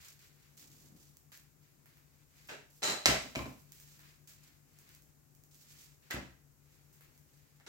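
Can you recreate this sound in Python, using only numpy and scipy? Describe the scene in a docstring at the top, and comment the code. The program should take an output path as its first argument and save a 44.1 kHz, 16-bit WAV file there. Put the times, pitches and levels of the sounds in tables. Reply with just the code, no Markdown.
"""First come soft crackles and rustling sleeves: fingers peel and turn a crepe in a tiled kitchen.
Then the pan touches a small electric hob, rattles, lands hard and later rocks. Each knock rings the
metal, and the pan's weight makes the hob thud. Behind it all, motors of nearly equal speed hum with
a slow throb. We listen from the doorway."""
import sys
import numpy as np
from scipy import signal
from scipy.fft import rfft, irfft, next_fast_len
from scipy.io import wavfile
from scipy.ndimage import uniform_filter1d

SR = 44100
rng = np.random.default_rng(int(sys.argv[2]) if len(sys.argv) > 2 else 0)


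def unload_audio(sound):
    """Save the sound as a 16-bit wav file, at the path given as the first command line argument."""
    columns = np.transpose(np.atleast_2d(sound))
    # keep every value between -1 and 1, then stretch to whole-number steps
    steps = np.round(np.clip(columns, -1, 1) * 32767)
    wavfile.write(sys.argv[1], SR, steps.astype(np.int16))


N = 338995
HIT_SAMPLES = 32768  # room for one hit and its echo
LEFT_LAG_SAMPLES = 8  # direct sound reaches the right side first
TIME = np.arange(N) / SR
FREQ = np.arange(HIT_SAMPLES // 2 + 1) * SR / HIT_SAMPLES


def undb(db):
    """Turn decibels into a number to multiply by."""
    return 10 ** (np.asarray(db) / 20)


def on_log_axis(points, hz):
    """Read a curve of (frequency, value) points at any frequency."""
    f, value = np.transpose(points)
    return np.interp(np.log(hz + 1), np.log(f), value)


def sharp_click(points):
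    """Spectrum of a click with the given tone, its energy packed at the start (minimum phase)."""
    cepstrum = irfft(np.log(undb(on_log_axis(points, FREQ))))
    cepstrum[1:HIT_SAMPLES // 2] *= 2
    cepstrum[HIT_SAMPLES // 2 + 1:] = 0
    return np.exp(rfft(cepstrum))


def resonance(hz, width_hz):
    """Spectrum of one fading note; the narrower it is, the longer it rings."""
    return 1j * FREQ * width_hz / (hz ** 2 - FREQ ** 2 + 1j * FREQ * width_hz)


def ringing(notes):
    """Spectrum of all the notes of a struck object together."""
    return sum(undb(db) * resonance(hz, np.log(1000) / np.pi / fade_s) for hz, db, fade_s in notes)


def add(track, start_s, spectrum):
    """Turn a stereo spectrum into sound, fade its end and mix it in."""
    i = int(start_s * SR)
    fade = np.minimum(np.linspace(4, 0, HIT_SAMPLES), 1) ** 2
    track[:, i:i + HIT_SAMPLES] += (irfft(spectrum) * fade)[:, :N - i]


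def colour(sound, points):
    """Shape a sound's tone with (f/Hz, level/dB) points and set its strength (rms) to 1."""
    n = next_fast_len(N)
    gain = undb(on_log_axis(points, np.arange(n // 2 + 1) * SR / n))
    shaped = irfft(rfft(sound, n) * gain, n)[..., :N]
    return shaped / shaped.std()


def diffuse(size, apart_hz=950, bass_side=0.15):
    """Spectra of noise from all around: left and right are alike in the bass, unrelated in the treble."""
    mid, side = rfft(rng.standard_normal((2, size)))
    hz = np.arange(len(mid)) * SR / size
    share = np.clip(bass_side + (hz / apart_hz) ** 2, 0, 1)
    return (mid + np.array([[1], [-1]]) * np.sqrt(share) * side) / np.sqrt(1 + share)


def drift(turns_per_s):
    """A smooth random wander, roughly between -1 and 1."""
    k = int(SR / turns_per_s)
    steps = np.repeat(rng.standard_normal(N // k + 1), k)
    return 1.3 * uniform_filter1d(uniform_filter1d(steps, k), k)[:N]


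# How long the room echoes: f/Hz, time to fade by 60 dB/s
ECHO_TIMES = [(80, 0.5), (300, 0.33), (1000, 0.39), (2500, 0.44), (6000, .42), (14000, .36)]
def kitchen(build_s=0.0016, hold_s=0.01):
    """Frequency bands and their fades: the echo builds, holds as it spills through the door, then dies."""
    t = np.arange(HIT_SAMPLES) / SR
    centres, fade_s = np.transpose(ECHO_TIMES)
    bands = np.array([on_log_axis(np.c_[centres, weights], FREQ) for weights in np.eye(len(centres))])
    build = 1 - np.exp(-t / build_s)
    fades = build * np.exp(-np.log(1000) * np.maximum(t - hold_s, 0) / fade_s[:, None])
    fades /= np.linalg.norm(fades, axis=1, keepdims=True)
    return bands[:, None], fades[:, None]


def hear(direct, into_room, room, left_db=-2):
    """A hit arrives straight and by way of the walls, with its own pattern of echoes."""
    bands, fades = room
    echo = rfft(np.sum(irfft(bands * diffuse(HIT_SAMPLES)) * fades, axis=0))
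    left = undb(left_db) * np.exp(-2j * np.pi * FREQ * LEFT_LAG_SAMPLES / SR)
    return np.array([left * direct, direct]) + into_room * echo


# Tone of the background noise: f/Hz, relative level/dB
AIR_TONE = [(20, -30.5), (45, -9.5), (96, -7), (142, -9.5), (198, -13), (285, -12), (574, -21),
            (1290, -24.5), (2020, -27.5), (3440, -32.5), (7110, -24.5), (9400, -31.5), (12500, -26),
            (15800, -29)]
def room_noise(level_db=-66.5):
    """A nearly steady rumble and hiss; it leans left, except for the very highest hiss."""
    n = next_fast_len(N)
    lean = [(60, 15.5), (300, 7.5), (700, 0.5), (2400, 9), (4500, 0.5), (8000, 6), (15000, -9.5)]
    lean_db = on_log_axis(lean, np.arange(n // 2 + 1) * SR / n)
    air = irfft(diffuse(n, bass_side=0.37) * undb(np.array([lean_db, -lean_db]) / 2), n)[:, :N]
    return undb(level_db + .6 * drift(1.9)) * colour(air, AIR_TONE)


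# The hum of each motor: f/Hz, relative level/dB
MOTOR_NOTES = [(147.64, -75.5), (142.26, -77.5), (153.7, -86)]
def motors(gain_db=2.5, left_db=4.5, waver_db=2.47, in_step_s=.14):
    """Motors of nearly equal speed slip in and out of step, so their hum throbs."""
    hum = 0
    for hz, db in MOTOR_NOTES:
        gain = undb(db + waver_db * drift(1.7))
        hum += gain * np.cos(2 * np.pi * hz * (TIME - in_step_s) + 0.27 * drift(0.87))
    return np.sqrt(2) * hum * undb(gain_db + np.array([[left_db], [-left_db]]))


# When the hands fidget: start t/s, end t/s
FIDGET_TIMES = [(.3, 1.11), (1.62, 2.25), (3.6, 4), (4.35, 5.12), (6.6, 7.6)]
# Quick hand strokes: t/s, hold/s, sleeve level/dB, crepe level/dB (levels are relative)
HAND_STROKES = [(0.0, 0.087, -62.5, -55.5), (0.189, 0.067, -66.5, -63), (0.571, 0.054, -69, -55.5),
                (.712, 0.14, -80, -62.5), (.96, .14, -90, -64.5), (1.318, 0.039, -63, -58),
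                (1.86, 0.11, -75.5, -80), (3.72, .24, -72, -62.5), (3.99, 0.11, -66, -66),
                (4.274, 0.037, -67, -58.5), (4.43, 0.0092, -78.5, -66.5), (5.509, .12, -87, -62),
                (6.02, .07, -71, -70), (7.01, .04, -70.5, -76), (7.33, 0.048, -84, -72)]
# Slow slides of the crepe: peak t/s, half width/s, sleeve level/dB, crepe level/dB (also relative)
CREPE_SLIDES = [(2.42, 0.1, -69, -64.5), (4.91, 0.085, -69, -66.5), (5.781, 0.14, -68, -57.5)]
def hands(attack_s=0.0036, release_db_per_s=125, fidget_sleeve_db=-78.5, fidget_crepe_db=-76):
    """Loudness curves of sleeve and crepe: hands fidget, strokes start fast and die away, slides swell."""
    busy = sum(1. * (TIME > start) * (TIME < end) for start, end in FIDGET_TIMES)
    fidget = uniform_filter1d(busy, SR // 20) * undb(4 * drift(turns_per_s=15))
    moves = [(fidget, fidget_sleeve_db, fidget_crepe_db)]
    for s, hold_s, sleeve_db, crepe_db in HAND_STROKES:
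        attack = np.clip((TIME - s) / attack_s, 0, 1)
        release = undb(-release_db_per_s * np.maximum(TIME - s - hold_s, 0))
        moves.append((attack * release, sleeve_db, crepe_db))
    for s, width_s, sleeve_db, crepe_db in CREPE_SLIDES:
        moves.append((np.exp(-((TIME - s) / width_s) ** 2), sleeve_db, crepe_db))
    power = sum((shape * undb([[sleeve_db], [crepe_db]])) ** 2 for shape, sleeve_db, crepe_db in moves)
    return np.sqrt(power)


# Tone of sliding cloth: f/Hz, relative level/dB
SLEEVE_TONE = [(200, -26), (650, -14), (1100, -6.5), (1700, -1.5), (2400, -0.5), (3300, -6.5), (4800, -4.5),
               (9000, -37), (16000, -27)]
# Rubbing as the pan swings on its handle: t/s, relative level/dB
PAN_SWING = [(.5, -97), (.68, -68), (.82, -70.5), (.95, -62.5), (1.06, -87), (1.25, -92)]
def rustle(gain, left_db=1, flutter_db=1.1, swing_db=-1):
    """Cloth slides with an uneven hush; the swinging pan adds a low rubbing."""
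    n = next_fast_len(N)
    noise = irfft(diffuse(n), n)[:, :N]
    sleeve = colour(noise * undb(flutter_db * drift(90)), SLEEVE_TONE) * undb([[left_db], [-left_db]])
    rub = colour(noise, [(60, -23), (150, -2.5), (310, -2), (420, -13), (700, -20), (4000, -53)])
    s, db = np.transpose(PAN_SWING)
    return gain * sleeve + rub * np.interp(TIME, s, undb(db + swing_db), 0, 0)


# Tone of the crackling crepe: f/Hz, relative level/dB
CRACKLE_TONE = [(800, -25.5), (2400, -6.5), (3600, -3), (5000, -0.5), (7400, 2.5), (9500, -8),
                (12500, -2.5), (16000, -2.5)]
def crackle(snaps_per_s=1400, spread_db=4., scatter_s=.014):
    """Many tiny snaps of unequal size, each trailed by its scatter off the nearby tiles."""
    sizes = undb(spread_db * np.minimum(rng.exponential(size=N), 4.5))
    snaps = (rng.random(N) < snaps_per_s / SR) * sizes * rng.choice([-1, 1], N)
    decay = np.exp(-2 / (scatter_s * SR))
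    trail = np.sqrt(signal.lfilter([1 - decay], [1, -decay], snaps ** 2))
    direct = np.array([np.roll(snaps, LEFT_LAG_SAMPLES), snaps])
    return colour(.5 * direct + trail * rng.standard_normal((2, N)), CRACKLE_TONE)


# A faint, slowly fading high crackle, then short bright crackles around the knocks:
# t/s, level/dB, time to fade by 60 dB/s
HIGH_CRACKLES = [(2.701, -65.5, 3), (3.22, -59.5, 1.15), (3.35, -54.5, 0.84), (6.107, -45.5, 0.27)]
def crepe(gain, slide_db=-1, right_db=1):
    """The crepe crackles as it slides and lets go of the pan; brighter crackles start up and fade."""
    high_gain = sum((TIME > s) * undb(db - 60 * np.abs(TIME - s) / fade_s)
                    for s, db, fade_s in HIGH_CRACKLES)
    snaps = crackle()
    high = colour(snaps, [(3000, -4), (7000, -2.5), (12000, 1.5), (16000, -0.5)])
    return (undb(slide_db) * gain * snaps + high_gain * high) * undb([[-right_db], [right_db]])


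# Tone of one small snap: f/Hz, relative level/dB
SNAP_TONE = [(100, -19), (500, 5), (1000, 6.5), (2200, 5), (4000, -2.5), (7300, 1.5), (9500, -1.5),
             (13000, -0.5), (16000, 4.5)]
# Crisp ticks of the crust: t/s, relative level/dB, direct sound gain/dB
CRUST_TICKS = [(0.5703, -35, -2), (1.170, -34, 3), (1.375, -35.5, 5), (2.474, -28, -9.5), (3.721, -28, 2.5),
               (3.8008, -28, -3.5), (4.2744, -27, -6), (4.7881, -31, -1.5), (4.8917, -36, 1),
               (4.9496, -34, 2), (5.0221, -37, -2), (5.3508, -37.5, -2), (5.4376, -35.5, 0),
               (5.5456, -34, -3), (5.6245, -42, 2.5), (6.9286, -33, -11), (7.1776, -37, -2)]
# Fingers tapping pan and handle: t/s, relative level/dB
FINGER_TAPS = [(1.3195, -31.5), (1.8585, -35), (1.972, -38), (3.993, -33.5), (7.0095, -33.5)]
def ticks_and_taps(room, crust_hz=7080, finger_hz=1910, sharpness=1.6):
    """Tiny snaps, each a short ring over a broad body: bright for the crust, dull for the fingers."""
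    out, snap = np.zeros((2, N)), sharp_click(SNAP_TONE)
    sparkle = resonance(13000, width_hz=3900)
    crust = [(s, db, crust_hz, -21.5, direct_db) for s, db, direct_db in CRUST_TICKS]
    fingers = [(s, db, finger_hz, -3.5, -5) for s, db in FINGER_TAPS]
    for s, db, hz, body_db, direct_db in crust + fingers:
        sound = undb(db) * snap * (resonance(hz, hz / sharpness) + undb(body_db) + sparkle)
        add(out, s, hear(undb(direct_db) * sound, sound, room))
    return out


# Low notes of hob and worktop: f/Hz, relative level/dB, time to fade by 60 dB/s
HOB_NOTES = [(67.4, 17, 0.17), (112, 12.5, 0.15), (132, 16, 0.24), (191, 12.5, 0.29), (237, 15.5, 0.2),
             (259.7, 15.5, 0.31), (336, 12, 0.3), (596, 8, 0.26)]
# The pan's weight coming down: t/s, relative level/dB, muffled above f/Hz
HOB_THUDS = [(2.517, -22, 250), (2.878, -12, 400), (3.062, -4, 400), (3.09, 6.5, 280), (3.122, -1, 282),
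             (3.368, 2, 351), (3.40, 4.5, 131), (6.143, -1, 304), (6.174, -2.5, 198)]
def hob(room, direct_db=-1, room_db=-6, low_hz=45):
    """The pan's weight sets hob and worktop booming; they are too small to give off the deepest bass."""
    out = np.zeros((2, N))
    body = ringing(HOB_NOTES) * (1j * FREQ / (low_hz + 1j * FREQ)) ** 2
    for s, db, muffle_hz in HOB_THUDS:
        boom = undb(db) * body / (1 + 1j * FREQ / muffle_hz)
        add(out, s, hear(undb(direct_db) * boom, undb(room_db) * boom, room, left_db=1))
    return out


def rattle(count=4, start_s=2.830, gap_s=.0232, first_db=1.5, loss_db=0.4):
    """List the knocks of the rim skipping on the hob: quick, even, each a little weaker than the last."""
    muffle_hz, direct_db = 12000, -6
    rim_hz, rim_db, sharpness = 4030, 14, 45
    return [(start_s + k * gap_s, first_db - k * loss_db, muffle_hz, rim_hz, rim_db, direct_db, sharpness)
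            for k in range(count)]


# Tone of the bare crack of metal: f/Hz, relative level/dB
CRACK_TONE = [(30, -29), (70, -12), (200, -3), (400, -2), (700, -0.5), (1100, -3), (2000, -1.5),
              (3200, -2.5), (4800, -3.5), (7500, -3), (9500, -14), (12500, -11.5), (16000, -17.5)]
# Ringing notes of the pan: f/Hz, relative level/dB, time to fade by 60 dB/s
PAN_NOTES = [(398, 7, .25), (592, 9, .35), (625, 11, 0.44), (762, 12, 0.25), (909, 7.5, 0.34),
             (1180, 6.5, 0.3), (1326, 15, 0.29), (1916, 8, .32), (2080, 11.5, 0.33), (2680, 12, 0.17),
             (2960, 7, 0.21), (3181, 4, .25), (3940, 10, .27), (4021, 17, 0.34), (4140, 5, 0.22),
             (5052, 12, 0.3), (6020, 4, 0.34), (6000, 3.5, 0.36), (6815, 4, 0.37), (7950, 7, 0.33),
             (8100, 7, 0.22)]
# Single knocks of pan on hob: t/s, relative level/dB, muffled above f/Hz,
# note of the struck spot f/Hz, that note's gain/dB, direct sound gain/dB
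PAN_KNOCKS = [(2.4881, -9, 3000, 1560, 6.5, -11), (2.4931, -12, 4000, 2700, 9.5, -5.5),
              (2.513, -7, 2220, 407, 10.5, -9), (2.820, -0.5, 6000, 810, -13, -27),
              (2.8358, 1.5, 13900, 6890, 6.5, -6), (2.875, 0.5, 3520, 1350, 9.5, -7),
              (2.921, -1.5, 3000, 829.6, 12.5, 1), (3.0581, 12, 13800, 4563, 0.5, 3),
              (3.063, 7, 7900, 2030, 11, -0.5), (3.0918, 12, 2983, 638, 5, -9),
              (3.116, 0, 1995, 780, 7, 1.5), (3.244, -6.5, 510, 253, 16.5, -12),
              (3.3527, 3, 650, 630, 9.5, -1.5), (3.3578, -3, 2720, 2360, 8, 2),
              (3.392, -1, 790, 1040, 11.5, -1), (3.458, -2.5, 500, 263, 18, 1),
              (6.1042, -3.5, 2040, 1590, 8, -18), (6.1092, -5, 4200, 1940, 10, -1.5),
              (6.1151, -7, 2197, 2600, 10.5, -10), (6.146, -0.5, 980, 334.6, 9.5, -13),
              (6.159, -1.5, 750, 274, 11, -12), (7.600, -24, 2000, 1790, 1, -3.5),
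              (7.665, -12.5, 7000, 1440, 3, -12), (7.674, -13.5, 5040, 380, 19, -16)]
def pan(room, spot_sharpness=9, beam_hz=1200, chatter_db=-9, chatter_s=0.0055, sing_db=-7):
    """Each knock is a crack that rings the struck spot and the whole pan; softer knocks are duller."""
    out = np.zeros((2, N))
    crack, ring = sharp_click(CRACK_TONE), ringing(PAN_NOTES)
    t = np.arange(HIT_SAMPLES) / SR
    knocks = [(*knock, spot_sharpness) for knock in PAN_KNOCKS] + rattle()
    for s, db, muffle_hz, spot_hz, spot_db, direct_db, sharpness in knocks:
        # harder, brighter knocks ring the whole pan more: 3 dB per octave
        ring_db = -10 + 3 * np.log2(muffle_hz / 5000)
        # rough metal chatters for a few milliseconds after it touches
        chatter = rng.standard_normal(HIT_SAMPLES) * np.exp(-t / chatter_s)
        chatter /= np.linalg.norm(chatter)
        force = (1 + undb(chatter_db) * rfft(chatter)) / (1 + 1j * FREQ / muffle_hz)
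        body = 1 + undb(spot_db) * resonance(spot_hz, spot_hz / sharpness) + undb(ring_db) * ring
        sound = undb(db) * force * crack * body
        # the treble beams straight out, the lows arrive by way of the room
        beam = undb(direct_db) * sound * 1j * FREQ / (beam_hz + 1j * FREQ)
        # the wide base of the pan sends its ring to all sides
        sing = undb(db + ring_db + sing_db) * force * crack * ring
        add(out, s, hear(beam + sing, sound, room))
    return out


def scene():
    """Mix everything: the hits share one room, and the same hand movements drive sleeve and crepe."""
    room = kitchen()
    sleeve_gain, crepe_gain = hands()
    hits = pan(room) + hob(room) + ticks_and_taps(room)
    return hits + crepe(crepe_gain) + rustle(sleeve_gain) + motors() + room_noise()


def record(dry, top_hz=16000):
    """Flatten peaks beyond full scale and cut the highest treble."""
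    treble_cut = signal.ellip(10, .2, 70, top_hz, fs=SR, output="sos")
    return signal.sosfilt(treble_cut, np.clip(dry, -1, 1))


dry = scene()
out = record(dry)
unload_audio(out)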